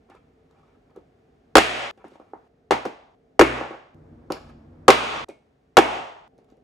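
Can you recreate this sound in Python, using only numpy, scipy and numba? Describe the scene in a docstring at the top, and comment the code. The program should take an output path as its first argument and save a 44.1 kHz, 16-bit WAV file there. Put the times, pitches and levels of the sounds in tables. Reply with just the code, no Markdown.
"""In a hard kitchen, hands first rub and knock the plastic of a vegetable chopper, over hum, hiss and rumble.
Then, four times, a palm slams its hinged lid onto fruit: a quick run of blows rings lid and tub as damped modes.
Slams and some knocks also excite counter and blade grid; after slams the cut fruit patters into the tub.
A limiter ducks each slam, then holds its echo up while it recovers. Between slams, knocks and rubs return.
Where a new stretch begins, the echo stops short and the background levels step."""
import sys
import numpy as np
from scipy import signal
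from scipy.fft import rfft, irfft, next_fast_len
from scipy.io import wavfile
from scipy.ndimage import uniform_filter1d
from numba import njit

SR = 44100
rng = np.random.default_rng(int(sys.argv[2]) if len(sys.argv) > 2 else 0)


def output_pcm(signal):
    """Save a mono or channel-first signal as 16-bit PCM at the path in sys.argv[1].

    Samples are clipped to [-1, 1] before scaling.
    """
    pcm = np.clip(np.atleast_2d(signal).T, -1, 1) * 32767
    wavfile.write(sys.argv[1], SR, np.round(pcm).astype(np.int16))


N = 292496

# stretches of steady background: (start t/s, hum level/dB, air hiss level/dB, low rumble level/dB)
STRETCHES = [(0, -61, -73.5, -66.5), (1.912, -60.5, -72, -89), (2.477, -62.5, -77, -72),
             (3.152, -61, -76.5, -78), (3.946, -61, -72.5, -50.5), (5.245, -64.5, -76, -69.5),
             (6.279, -59, -77, -96)]
# power spectra of the background, each scaled to rms 1: (f/Hz, relative density level/dB)
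HUM_SPECTRUM = [(15, -39), (25, -18), (44, -1), (91, -9), (151, -6), (237, -8), (267, 1), (297, -14),
                (452, -1), (517, -13.5), (763, -8.5), (900, -25), (1170, -46.5), (1980, -120)]
HISS_SPECTRUM = [(530, -31.5), (900, -4), (944, -6), (1040, -4), (1350, -5), (2250, -10), (16000, -37)]
RUMBLE_SPECTRUM = [(15, -43), (25, -13), (44, -1.5), (91, -3), (117, -8.5), (150, 0), (185, -17), (238, -3),
                   (283, -7), (337, -7), (386, -18), (459, -12.5), (649, -17), (1770, -33), (2500, -44.5),
                   (3250, -72.5), (5500, -120)]
# wavering tones in the rumble: (mean f/Hz, level/dB relative to the rms of the rumble noise)
DRONE = [(58, -11.5), (88, -7.5), (150, -8.5), (240, -7.5), (335, -11.5)]

# fingers and fruit rubbing on the plastic: (start t/s, length t/s, level/dB, hiss level/dB relative to the ring)
RUBS = [(0.088, 0.044, -53, -20), (0.136, 0.031, -52, -12), (0.498, 0.26, -66.5, -11),
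        (0.89, 0.027, -66, -22), (0.949, .02, -55.5, -22), (1.97, 0.052, -58, -24),
        (2.044, 0.09, -65.5, -0.5), (2.128, 0.032, -56.5, -13), (2.21, 0.098, -68, -22),
        (2.36, 0.056, -70, -36), (3.541, 0.12, -39.5, -34.5), (3.704, 0.047, -41.5, -32),
        (4.345, .035, -45, -16), (4.403, .1, -57, -7), (5.30, 0.08, -74, -8), (6.389, 0.068, -76.5, -14),
        (6.477, 0.047, -70, -5)]
RUB_ATTACK_S, RUB_RELEASE_T60_S = 0.012, 0.05
# lid, hinge and fingers knocking the plastic:
# (t/s, strength level/dB, contact half-width t/ms, crack level/dB relative to the ring)
KNOCKS = [(0.099, -40, 0.61, -13), (0.961, -35.5, 0.78, -20.5), (0.972, -33.5, 1.2, -37),
          (0.985, -46.5, 0.44, -28), (1.975, -42.5, 0.91, -15), (2.025, -53, 0.7, -27),
          (2.042, -31, 0.3, -25), (2.049, -37, 2.1, -24), (2.118, -42, 0.98, -21),
          (2.155, -37.5, 0.63, -20), (2.198, -34, 0.54, -26.5), (2.213, -42, 0.42, -23),
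          (2.334, -24.5, 0.44, -41), (2.708, -5.5, 0.33, -8), (2.714, -13, 0.89, -30),
          (2.720, -7, 0.34, -24), (2.852, -18.5, 0.28, -12), (2.857, -19, 0.56, -28),
          (3.611, -17, 0.44, -32), (3.630, -44, .3, -23), (3.707, -25, 0.84, -26.5),
          (3.748, -33, 0.45, -30), (4.302, -21.5, 0.35, -17.5), (4.304, -16.5, 0.73, -26),
          (4.318, -27, 0.2, -19), (4.323, -23.5, 0.65, -17.5), (5.284, -42, .5, -11),
          (5.288, -27, 0.88, -27.5), (5.297, -35, 0.84, -12.5), (6.385, -44.5, 0.72, -17.5),
          (6.521, -42, 0.99, -25.5), (6.573, -49.5, 1.1, -31.5)]
KNOCK_ECHO_DB = 3  # extra echo level of the knocks, relative to that of the slams
KNOCK_HELD = 0.65  # factor on the free decay times while a hand rests on the plastic
# small bright ticks, nails or ring touching the frame: (t/s, strength level/dB)
TICKS = [(0.099, -62), (0.152, -66), (0.511, -70), (0.905, -74), (0.962, -60), (1.974, -70), (2.083, -61.5),
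         (4.322, -27), (5.288, -48), (6.380, -63.5), (6.445, -66.5), (6.502, -66), (6.514, -73),
         (6.57, -71.5)]
# modes of a tick, before each lands at its own spot: (mean f/Hz, mean level/dB, t60/s)
TICK_MODES = [(2700, -9, .003), (3750, -4, .004), (4900, -1, .003), (6000, 0., .003), (7200, 0., .003),
              (8600, -3, .002), (10200, -7, .002)]

# palm, blades and lid landing:
# (t/s, strength level/dB, contact half-width t/ms, crack level/dB relative to the ring)
SLAMS = [(1.554, 10, 0.25, -4), (1.560, 13.5, 0.71, -20), (1.568, 8.5, 0.28, 3.5), (1.581, 23, 0.18, -9),
         (3.393, 5.5, 0.47, -9.5), (3.398, 6, 1.2, -14.5), (3.411, 13.5, 0.072, -13),
         (3.42, 7.5, 1.16, -18), (4.881, 8, 0.25, -4), (4.887, 17, 0.32, -11), (4.895, 17, 0.6, -21),
         (4.902, 21.5, 0.12, -5.5), (5.769, 2, 0.19, -2), (5.777, 11.5, 0.42, -15), (5.785, 12, 0.077, -11),
         (5.789, 8.5, 0.99, -19)]
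# modes of lid and tub: (f/Hz, mean level/dB, free t60/s)
BODY = [(220, -21.5, 0.13), (260, -18.5, 0.11), (320.3, -6, 0.1), (390, 3.5, 0.04), (525, 3, 0.041),
        (644, -0.5, 0.028), (790.3, 3, .045), (935.4, -1.5, 0.048), (1094, -2.5, 0.032),
        (1118, -5.5, 0.057), (1297, 1, 0.032), (1404, 0.5, 0.017), (1360, -5.5, 0.01), (1677, -8, 0.04),
        (2340, -7.5, 0.02), (2310, -11, 0.041), (2390, -6.5, 0.0075), (2947, -19.5, 0.0043),
        (3240, -23.5, 0.0087), (3380, -15.5, 0.06), (4160, -17.5, 0.0037)]
# spectrum of the plastic's crack, also of its rubbing hiss: (f/Hz, relative level/dB)
CRACK_SPECTRUM = [(300, -20), (1200, 8.5), (2400, -1), (4500, -6), (7000, -12.5), (11000, -18.5),
                  (16000, -34.5)]
CRACK_T60_S = 0.026
SMALL_BODY_HZ = 119  # below this the small body radiates little

# kitchen echo: (f/Hz, relative level/dB, late t60/s, left-right correlation 0-1, added late level/dB)
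KITCHEN = [(64.77, -4.5, 0.27, 1, -0.5), (125, -1.5, 0.59, 1, -5), (247, -7, 0.57, 0.9, 0),
           (514, -6.5, 0.63, 0.4, 1), (740, -3, .75, 0, 2.5), (1050, -2, 0.75, 0, -1),
           (1552.4, -2.5, .66, 0.19, 2.5), (2120, 4.5, .66, 0.2, 1.5), (2700, 5, 0.59, 0, 6),
           (3400, 1, .66, .2, 5.5), (4100, 2, 0.67, 0.1, 0), (6640, -3, 0.6, 1, 2.5),
           (9200, -0.5, .5, 0, 1.5), (14300, -3, .25, 0, -4.5)]
LATE_DB, EARLY_DB, EARLY_T60_S = -14.5, -3.5, 0.16
ECHO_PATHS = 3  # independent noise echoes that successive blows take in turn, for a diffuse tail

PIECES_DB, PIECES_T60_S = -35.5, 0.25  # level relative to the driving blow, and decay of the patter
# the counter thumped by slams and the falling lid: (t/s, strength level/dB)
THUMPS = [(1.56, -17), (2.71, -41), (3.40, -17), (4.89, -16), (5.775, -25.5)]
# modes of the counter: (f/Hz, level/dB, t60/s)
COUNTER = [(62.3, 0.5, 0.42), (124.3, -3.5, 0.51), (243, -4, 0.5)]
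# the steel blade grid set ringing: (t/s, strength level/dB)
BLADE_TAPS = [(1.582, -19), (2.71, -41), (3.412, -15.5), (4.322, -50.5), (4.903, -17), (5.292, -53),
              (5.785, -17)]
# modes of the blades, before chatter blurs them: (f/Hz, level/dB, t60/s)
BLADES = [(2110, -2, 0.11), (2209, 0, 0.3), (2406, 0, 0.13), (2420, -8, 0.33), (2580, -11.5, 0.16)]

LIMIT_DB, ATTACK_S, RECOVER_DB_S = -6.5, 0.0091, 72  # threshold, attack time constant, recovery rate
KNEE = 12  # exponent of the soft saturation
LOW_CUT_HZ, TOP_HZ = 45, 16100


def undb(db):
    """Level definition: amplitude ratio from decibels."""
    return 10 ** (np.asarray(db) / 20)


def fade(t, t60):
    """Exponential decay, falling 60 dB in t60."""
    return np.exp(-np.log(1000) * t / t60)


def along(hz, table, column=1):
    """Linear interpolation of a table column on a log-frequency axis."""
    table = np.array(table)
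    return np.interp(np.log(np.maximum(hz, 1)), np.log(table[:, 0]), table[:, column])


def edges():
    """Division of time: sample indices at which stretches begin, and the end."""
    return [int(row[0] * SR) for row in STRETCHES] + [N]


def high_pass(sound, hz):
    """Second-order high-pass filtering."""
    return signal.sosfilt(signal.butter(2, hz, "high", fs=SR, output="sos"), sound)


def coloured(table, size):
    """Spectral shaping: stereo noise of rms 1, its left-right correlation that of the kitchen."""
    fast = next_fast_len(size)
    hz = np.fft.rfftfreq(fast, 1 / SR)
    alike = np.clip(along(hz, KITCHEN, column=3), 0, 1)
    white = rfft(rng.standard_normal((2, fast)))
    mid, side = white * undb(along(hz, table)) * np.sqrt([1 + alike, 1 - alike])
    pair = irfft(np.array([mid + side, mid - side]), fast)[:, :size]
    return pair / np.sqrt(np.mean(pair ** 2))


def rumbling(waver=0.039):
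    """Frequency modulation: broad low noise holds a few tones whose pitch wanders slowly."""
    wander = rng.standard_normal((len(DRONE), N))
    drift = uniform_filter1d(wander, size=SR // 8, axis=1) * np.sqrt(SR / 8)
    hz, db = np.transpose(DRONE)[:, :, None]
    phase = 2 * np.pi * np.cumsum(hz * (1 + waver * drift), axis=1) / SR
    tones = undb(db) * np.sqrt(2) * np.sin(phase)
    return coloured(RUMBLE_SPECTRUM, size=N) + tones.sum(axis=0)


def ring(shares_db, signs, held, rise_cycles=0.41):
    """Modal superposition: a sharp tap excites modes weighted by its place; low modes build up later."""
    hz, db, t60 = np.transpose(BODY)[:, :, None]
    t = np.arange(4096) / SR
    rise = 1 - np.exp(-t * hz / rise_cycles)
    swing = fade(t, held * t60) * rise * np.sin(2 * np.pi * hz * t)
    return np.sum(signs[:, None] * undb(db + shares_db[:, None]) * swing, axis=0)


def contact_push(contact_ms):
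    """Contact force: a raised-cosine pulse whose width at half height is about the contact time."""
    return np.hanning(max(int(2 * contact_ms * SR / 1000), 1) + 2)


def slipping(slips_hz, scatter_db, contact_ms, held, spot_db=4.0, count=6):
    """Stick-slip: random soft taps at changing spots give a damped ring, and a hiss in the same bursts."""
    happens = rng.random(N) < slips_hz / SR  # slips_hz is the mean rate
    strength = undb(scatter_db * np.minimum(rng.exponential(size=N), 2)) * rng.standard_normal(N)
    slips = happens * strength
    spot = np.repeat(rng.integers(0, count, N // 512 + 1), 512)[:N]
    push, body = contact_push(contact_ms), 0
    for k, (share, sign) in enumerate(rng.standard_normal((count, 2, len(BODY)))):
        tap = np.convolve(ring(spot_db * share, np.sign(sign), held), push)
        body = body + signal.oaconvolve(slips * (spot == k), tap)[:N]
    hiss = coloured(CRACK_SPECTRUM, size=N) * uniform_filter1d(np.abs(slips), size=600)
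    return body / body.std(), hiss / hiss.std()


def rubbing():
    """Friction: skin and fruit drag on plastic the hand damps; each rub swells, holds and dies away."""
    body, hiss = slipping(slips_hz=1490.0, scatter_db=0.0, contact_ms=0.076, held=0.68)
    t, out = np.arange(N) / SR, 0
    for s, length, db, hiss_db in RUBS:
        swell = np.clip((t - s) / RUB_ATTACK_S, 0, 1)
        level = swell * fade(np.maximum(t - s - length, 0), RUB_RELEASE_T60_S)
        out = out + undb(db) * level * (body + undb(hiss_db) * hiss)
    return out


def side_db(low_db=-19, high_db=-5):
    """Directivity: the left-right difference is small for low modes, larger for high ones."""
    return along(np.array(BODY)[:, 0], [(400, low_db), (2000, high_db)])


def all_round(sound, octaves=0.32):
    """Radiated power: walls get every face at once, a short pulse with the sound's smoothed spectrum."""
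    total = np.cumsum(np.abs(rfft(sound)) ** 2)
    bins = np.arange(len(total))
    low = bins * 2 ** -octaves - 1
    high = np.minimum(bins * 2 ** octaves + 1, bins[-1])
    power = (np.interp(high, bins, total) - np.interp(low, bins, total)) / (high - low)
    return np.roll(irfft(np.sqrt(power)), 256)[:512] * np.hanning(512)


def blows(table, echo_db=0., held=0.81, spot_db=2.5, spread_s=0.002):
    """Impact excitation: each contact pulse rings the body and cracks.

    Rows: left, right, then what each echo path receives."""
    out, t = np.zeros((2 + ECHO_PATHS, N + 8192)), np.arange(4096) / SR
    for k, (s, db, contact_ms, crack_db) in enumerate(table):
        spot = rng.standard_normal((3, len(BODY)))
        push, shares_db = contact_push(contact_ms), spot_db * spot[0]
        mid = signal.fftconvolve(ring(shares_db, np.sign(spot[1]), held), push)[:4096]
        side = signal.fftconvolve(ring(shares_db + side_db(), np.sign(spot[2]), held), push)[:4096]
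        body = (mid + side * np.array([[1], [-1]])) / np.abs(mid).max()
        crack = coloured(CRACK_SPECTRUM, size=4096)
        crack = crack + 0.84 * crack.mean(axis=0)  # more alike left and right
        crack = crack * fade(t, CRACK_T60_S) * (1 - np.exp(-t / spread_s))
        at, sound = int(s * SR), undb(db) * (body + undb(crack_db) * crack)
        out[:2, at:at + 4096] += sound
        out[2 + k % ECHO_PATHS, at:at + 512] += undb(echo_db) * all_round(sound[0])
    return out[:, :N]


def ticking(spot_db=3.0, detune=0.06, scrape_s=0.006):
    """Noise-excited modes: each tick is a tiny scrape into short high modes, varied by where it lands."""
    out, t = np.zeros(N + 2048), np.arange(1024) / SR
    hz, db, t60 = np.transpose(TICK_MODES)[:, :, None]
    for s, strength_db in TICKS:
        spot = rng.standard_normal((2, len(TICK_MODES), 1))
        scrape = rng.standard_normal(1024) * fade(t, scrape_s)
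        scrape = scrape / np.sqrt(np.sum(scrape ** 2))
        amplitude = undb(strength_db + db + spot_db * spot[0])
        swing = amplitude * fade(t, t60) * np.sin(2 * np.pi * hz * (1 + detune * spot[1]) * t)
        at = int(s * SR)
        out[at:at + 2047] += np.convolve(swing.sum(axis=0), scrape)
    return out[:N]


def kitchen():
    """Reverberation: near cupboards' echo dies fast, the whole room's slowly and by frequency band."""
    size, table = SR, np.array(KITCHEN)
    t = np.arange(size) / SR
    octave = np.log2(np.maximum(np.fft.rfftfreq(size, 1 / SR), 1))
    centres = np.log2(table[:, 0])
    noise, echo = rfft(coloured(table[:, :2], size=size)), 0
    for k, (_, _, late_t60, _, late_colour_db) in enumerate(KITCHEN):
        band = irfft(noise * np.interp(octave, centres, np.arange(len(KITCHEN)) == k), size)
        late = undb(LATE_DB + late_colour_db) * fade(t, late_t60)
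        early = undb(EARLY_DB) * fade(t, EARLY_T60_S)
        echo = echo + band * (late + early)
    onset = np.clip(t / 0.00093, 0, 1)
    return echo * onset / np.sqrt(0.038 * SR)


def pieces(hiss_db=-10, light_hz=800):
    """Many small impacts: cut fruit patters ever softer into the tub, too light to stir the low modes."""
    body, hiss = slipping(slips_hz=396.0, scatter_db=5.0, contact_ms=0.09, held=0.48)
    body = high_pass(body, light_hz)
    level, starts = np.zeros(N), np.array(edges())
    for s, db, *_ in SLAMS:
        a = int(s * SR)
        b = starts[starts > a][0]  # the patter stops with its stretch
        level[a:b] += undb(db + PIECES_DB) * fade(np.arange(b - a) / SR, PIECES_T60_S)
    return level * (body + undb(hiss_db) * hiss)


def taps(table):
    """Impulsive excitation: one impulse per blow."""
    out = np.zeros(N)
    for s, db in table:
        out[int(s * SR)] = undb(db)
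    return out


def modes(table):
    """Impulse response: a sum of decaying sinusoids."""
    t = np.arange(SR) / SR
    return sum(undb(db) * fade(t, t60) * np.sin(2 * np.pi * hz * t) for hz, db, t60 in table)


def blade_grid(chatter_s=0.12):
    """Repeated contact: blades chatter in their frame after a tap, which blurs their modal ring."""
    t = np.arange(SR // 4) / SR
    chatter = rng.standard_normal(SR // 4) * fade(t, chatter_s)
    return signal.fftconvolve(modes(BLADES), chatter / np.sqrt(np.sum(chatter ** 2)))


def scene():
    """Superposition: background, direct sound, its echo and the struck counter and blades add up."""
    hum, hiss = coloured(HUM_SPECTRUM, size=N), coloured(HISS_SPECTRUM, size=N)
    rumble = rumbling()
    soft = rubbing() + ticking() + pieces()
    dry = blows(KNOCKS, KNOCK_ECHO_DB, KNOCK_HELD) + blows(SLAMS)
    dry[:2] += soft
    dry[2] += soft.mean(axis=0)  # soft sounds take the first echo path
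    dry = high_pass(dry, SMALL_BODY_HZ)
    echoes = [kitchen() for _ in range(ECHO_PATHS)]
    struck = [(taps(THUMPS), modes(COUNTER)), (taps(BLADE_TAPS), blade_grid())]
    out = np.zeros((2, N))
    for a, b, (_, hum_db, hiss_db, rumble_db) in zip(edges(), edges()[1:], STRETCHES):
        # echo and rings of earlier stretches do not carry over
        wet = sum(signal.fftconvolve(send[None, a:b], echo, axes=1)[:, :b - a]
                  for send, echo in zip(dry[2:], echoes))
        rings = sum(signal.fftconvolve(hits[a:b], answer)[:b - a] for hits, answer in struck)
        floor = undb(hum_db) * hum[:, a:b] + undb(hiss_db) * hiss[:, a:b]
        floor = floor + undb(rumble_db) * rumble[:, a:b]
        out[:, a:b] = dry[:2, a:b] + wet + rings + floor
    return out


@njit
def limiter(peak, top, attack, recover):
    """Gain control: ducks quickly under the peak and climbs back at a steady dB rate."""
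    gain, held = np.empty(len(peak)), top
    for i in range(len(peak)):
        if peak[i] > held:
            held = held + attack * (peak[i] - held)
        else:
            held = max(held * recover, top)
        gain[i] = top / held
    return gain


def record(dry):
    """Compression and saturation: the limiter reacts late, so first swings round off; then band-limiting."""
    peak, out = np.abs(dry).max(axis=0), np.empty_like(dry)
    attack, recover = 1 / (ATTACK_S * SR), float(undb(-RECOVER_DB_S / SR))
    for a, b in zip(edges(), edges()[1:]):
        # the limiter starts afresh in each stretch
        loud = dry[:, a:b] * limiter(peak[a:b], float(undb(LIMIT_DB)), attack, recover)
        out[:, a:b] = loud / (1 + np.abs(loud) ** KNEE) ** (1 / KNEE)
    out = high_pass(out, LOW_CUT_HZ)
    top_cut = signal.ellip(8, 0.2, 70, TOP_HZ, fs=SR, output="sos")
    return np.clip(signal.sosfilt(top_cut, out), -1, 1)


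dry = scene()
out = record(dry)
output_pcm(out)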